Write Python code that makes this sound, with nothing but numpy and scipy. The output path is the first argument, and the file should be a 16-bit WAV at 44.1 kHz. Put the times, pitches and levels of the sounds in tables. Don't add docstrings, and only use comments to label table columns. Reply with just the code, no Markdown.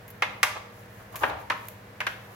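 import sys
import numpy as np
from scipy import signal
from scipy.fft import rfft, irfft, next_fast_len
from scipy.io import wavfile
from scipy.ndimage import uniform_filter1d, map_coordinates

SR = 44100
rng = np.random.default_rng(int(sys.argv[2]) if len(sys.argv) > 2 else 0)


def store_wav(level_fs):
    pcm = np.round(np.clip(np.atleast_2d(level_fs), -1, 1) * 32767)
    wavfile.write(sys.argv[1], SR, pcm.T.astype(np.int16))


N = 103635
SHARP_ATTACK_S = 0.00017


def tray_knocks():
    # (time [s], level [dB], low band [Hz], its gain [dB], high band [Hz],
    # its gain [dB], bass shelf [dB], treble shelf [dB], ring level [dB], pop t60 [s],
    # left over right [dB], left lag [ms])
    knocks = [(0.2218, -17.5, 1070, 2, 2200, 4, -5, -0.5, -13.5, 0.065, 0, 0.031),
              (0.4300, -13.5, 1150, 1.5, 2090, 6.5, -10, 15.5, -11, 0.041, -0.5, 0.039),
              (1.234, -16.5, 863, 8.5, 1580, 8, 8.5, -14, -13, .06, 0.5, -0.071),
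              (1.2970, -38.5, 1000, 6, 4100, 14, 11, 6, -9, 0.02, -3, 0),
              (1.4997, -20, 1020, 9.5, 1770, 6, 1.5, 0, -18, 0.049, -1, 0.026),
              (1.5174, -28, 1010, 8, 1300, 7.5, -4, -2, -24, 0.048, 3.5, 0.099),
              (2.0040, -27, 1600, 4, 2500, 6.5, -8, 3.5, -13.5, 0.027, 0, 0.047),
              (2.0120, -28.5, 503, -2, 1700, 12, -2, -0.5, -14, 0.027, 0, 0.091),
              (2.0668, -22.5, 1580, 6, 3450, 1, -2.5, 2.5, -27, 0.048, -0.5, -0.066)]
    # (frequency [Hz], relative density [dB])
    foil_tone = [(60, -47.5), (250, -19.5), (380, -10.5), (500, -5), (680, -8), (1000, -2.5), (1700, -3),
                 (2600, -4.5), (3300, -9), (4200, -15.5), (6500, -22), (8200, -31.5), (11500, -27),
                 (16000, -39)]
    # (frequency [Hz], relative level [dB], t60 [s])
    modes = [(298.5, -1.5, 0.43), (608, -1.5, 0.24), (766, -1, 0.23), (841, -1.5, 0.14), (944, -5.5, 0.25),
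             (993, -4.5, 0.25), (1071, -4.5, 0.19), (1185, 1, 0.11), (1410, -9, 0.27), (1589, -5, 0.15),
             (1790, -4.5, 0.12), (2080, -4, 0.067), (2125, 3, 0.071), (2670, 2.5, 0.067)]
    crack_db, crack_t60_s, crack_hz = -2, 0.015, 4040
    bass_hz, treble_hz = 520, 4900
    tracks, t = [], np.arange(SR // 2) / SR
    ears = np.array([[.5], [-.5]])
    for (s, db, low_hz, low_db, high_hz, high_db,
         bass_db, treble_db, ring_db, pop_t60, pan_db, lag_ms) in knocks:
        ring = sum(amp(level + 2 * rng.normal() - 60 * t / t60)
                   * np.sin(2 * np.pi * (hz * t + rng.random())) for hz, level, t60 in modes)
        crack = burst(t, crack_t60_s, SHARP_ATTACK_S)
        crack = filtered(crack, lambda hz: causal(crack_db - 14 * below(hz, crack_hz)))
        pop = burst(t, pop_t60, attack_s=0.0019)
        pop = filtered(pop, lambda hz: causal(-4 * (1 - below(hz, crack_hz))))
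        knock = crack + pop + amp(ring_db) * ring / np.linalg.norm(ring)
        bands = lambda hz: low_db * bell(hz, low_hz) + high_db * bell(hz, high_hz)
        shelves = lambda hz: bass_db * below(hz, bass_hz) + treble_db * (1 - below(hz, treble_hz))
        colour = lambda hz: causal(along(foil_tone, hz) + bands(hz) + shelves(hz))
        pan = lambda hz: amp(ears * pan_db) * np.exp(-2j * np.pi * hz * ears * lag_ms / 1000)
        tracks.append(placed(s, db, filtered(knock, lambda hz: colour(hz) * pan(hz))))
    return tracks


def knife_cuts():
    # (time [s], level [dB], t60 [s], body shelf [dB])
    snaps = [(0.079, -46, 0.073, -9), (0.103, -45, 0.044, -15), (1.1570, -34, 0.066, 3.5),
             (1.6850, -38, 0.0095, -9)]
    # (frequency [Hz], relative density [dB])
    snap_tone = [(300, -38), (1200, 4.5), (2500, 5), (5000, -7), (7000, -1), (8500, -8.5), (13000, 6),
                 (16000, -4.5)]
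    # (peak time [s], level [dB], rise [s], fall [s])
    slices = [(0.79, -59, 0.062, 0.047), (0.97, -60.5, 0.074, 0.099), (1.13, -55.5, 0.013, .01),
              (1.215, -46, .05, 0.057), (1.29, -55.5, 0.011, 0.016), (1.40, -58, 0.017, 0.033),
              (1.69, -56.5, 0.16, 0.05), (2.11, -59, 0.06, .06), (2.32, -61, 0.14, .08)]
    # (frequency [Hz], relative density [dB])
    hiss_tone = [(500, 1), (3000, -6), (6800, 8), (8200, -0.5), (11000, 10.5), (13500, 10), (16000, 5)]
    split_hz = 12400
    ticks, t = np.zeros((2, N)), np.arange(SR // 2) / SR
    for s, db, t60, body_db in snaps:
        colour = lambda hz: causal(along(snap_tone, hz) + body_db * below(hz, split_hz))
        ticks += placed(s, db, filtered(burst(t, t60, SHARP_ATTACK_S), colour))
    hiss = unit(noise(hiss_tone) * amp(3.2 * wobble(rate=600)))
    return ticks + sum(swell(*stroke) for stroke in slices) * hiss


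def tray_rocking():
    # (peak time [s], level [dB], rise [s], fall [s])
    bumps_and_scuffs = [(0.562, -35.5, 0.0066, 0.017), (1.005, -49.5, 0.012, 0.029),
                        (1.151, -40.5, 0.02, 0.022), (1.228, -34, .015, 0.052), (1.325, -38.5, 0.1, 0.025),
                        (1.37, -40.5, 0.0059, 0.039), (2.31, -52, 0.041, .05)]
    # (frequency [Hz], relative density [dB])
    contact_tone = [(40, -29), (150, -36), (310, -7), (450, -12), (620, -2.5), (900, 0), (1150, -1),
                    (1400, -6), (2200, -14), (4000, -25.5), (16000, -53)]
    # (frequency [Hz], relative density [dB])
    thud_tone = [(25, -55), (50, -14), (68, 8), (110, -3), (200, -10.5), (500, -50)]
    contact = unit(noise(contact_tone) * amp(2.5 * wobble(rate=110)))
    thud = swell(s=1.22, db=-47.5, rise_s=0.067, fall_s=0.19) * noise(thud_tone)
    return sum(swell(*move) for move in bumps_and_scuffs) * contact + thud


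def kitchen_reverb(x):
    # (frequency [Hz], t60 [s])
    decay_times = [(150, 0.5), (600, 0.75), (1500, 0.44), (4000, 0.54), (8000, 0.41), (14000, 0.3)]
    build_s = 0.002
    white = noise([(1, 0)], size=SR * 2 // 3)
    hz, t, bands = signal.stft(white, SR, nperseg=256)
    envelope = amp(-60 * t / along(decay_times, hz)[:, None]) * (1 - np.exp(-t / build_s))
    tail = signal.istft(bands * envelope, SR, nperseg=256)[1]
    return signal.fftconvolve(x, tail / np.linalg.norm(tail[0]), axes=1)[:, :N]


def appliance_and_air():
    # (frequency [Hz], level [dB])
    hum_tones = [(100, -58.5), (112.8, -54.5), (199.6, -59.5), (318, -70.5), (481, -61), (631, -66)]
    # (frequency [Hz], relative density [dB])
    air_tone = [(15, -44), (25, -23), (53, -7.5), (80, -6), (120, -2.5), (157, -6), (223, -8.5), (301, -14),
                (489, -8), (695, -11.5), (988, -11.5), (1230, -14.5), (1700, -12), (3520, -25.5),
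                (8590, -35), (12900, -32), (16000, -33)]
    air_db = -49
    t = np.arange(N) / SR
    hum = np.zeros(N)
    for hz, db in hum_tones:
        phase = 2 * np.pi * (hz * t + rng.random()) + .22 * wobble(rate=5)
        hum += amp(db) * np.sqrt(2) * np.sin(phase)
    return hum + amp(air_db) * noise(air_tone)


def burst(t, t60, attack_s, width=0.59):
    x = rng.standard_normal((2, len(t))) * amp(-60 * t / t60) * (1 - np.exp(-t / attack_s))
    smooth_db = lambda z: 10 * np.log10(np.abs(uniform_filter1d(np.abs(z) ** 2, size=200)) + 1e-9)
    mid, side = irfft([z * causal(-smooth_db(z)) for z in rfft(x)], len(t))
    return np.array([mid + width * side, mid - width * side])


def noise(tone, size=N):
    # (frequency [Hz], left-right correlation [0..1])
    likeness = [(30, 0.84), (130, 1), (300, 0.85), (1000, 0.2), (3000, 0.1), (10000, 0.033)]
    angle = lambda hz: np.arccos(np.clip(along(likeness, hz), -1, 1)) / 2
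    gains = lambda hz: amp(along(tone, hz)) * [np.cos(angle(hz)), np.sin(angle(hz))]
    mid, side = filtered(rng.standard_normal((2, size)), gains)
    return unit(np.array([mid + side, mid - side]))


def swell(s, db, rise_s, fall_s):
    t = np.arange(N) / SR - s
    return amp(db) * np.exp(-(t / np.where(t < 0, rise_s, fall_s)) ** 2)


def wobble(rate):
    knots = rng.standard_normal(int(N * rate / SR) + 4)
    return map_coordinates(knots, [np.arange(N) * rate / SR])


def placed(s, db, x):
    x = x * amp(db) * np.sqrt(2 * SR * .01 / np.sum(x ** 2))
    return np.pad(x, ((0, 0), (round(s * SR), N)))[:, :N]


def filtered(x, response):
    n = x.shape[-1]
    m = next_fast_len(n + SR // 4)
    return irfft(rfft(x, m) * response(np.fft.rfftfreq(m, 1 / SR)), m)[..., :n]


def causal(db):
    cepstrum = irfft(np.log(amp(db)))
    cepstrum[1:len(cepstrum) // 2] *= 2
    cepstrum[len(cepstrum) // 2 + 1:] = 0
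    return np.exp(rfft(cepstrum))


def bell(hz, centre_hz, half_width_octaves=0.18):
    return 1 / (1 + (np.log2((hz + 1) / centre_hz) / half_width_octaves) ** 2)


def below(hz, edge_hz):
    return 1 / (1 + (hz / edge_hz) ** 4)


def along(points, hz):
    freqs, values = np.transpose(points)
    return np.interp(np.log(hz + 1), np.log(freqs + 1), values)


def amp(db):
    return 10 ** (np.asarray(db) / 20)


def unit(x):
    return x / np.sqrt(np.mean(x ** 2) + 1e-20)


def scene():
    reverb_db = -7.5
    tracks = tray_knocks() + [knife_cuts(), tray_rocking()]
    return sum(x + amp(reverb_db) * kitchen_reverb(x) for x in tracks) + appliance_and_air()


def record(dry):
    return filtered(dry, lambda hz: hz < 16000)


dry = scene()
out = record(dry)
store_wav(out)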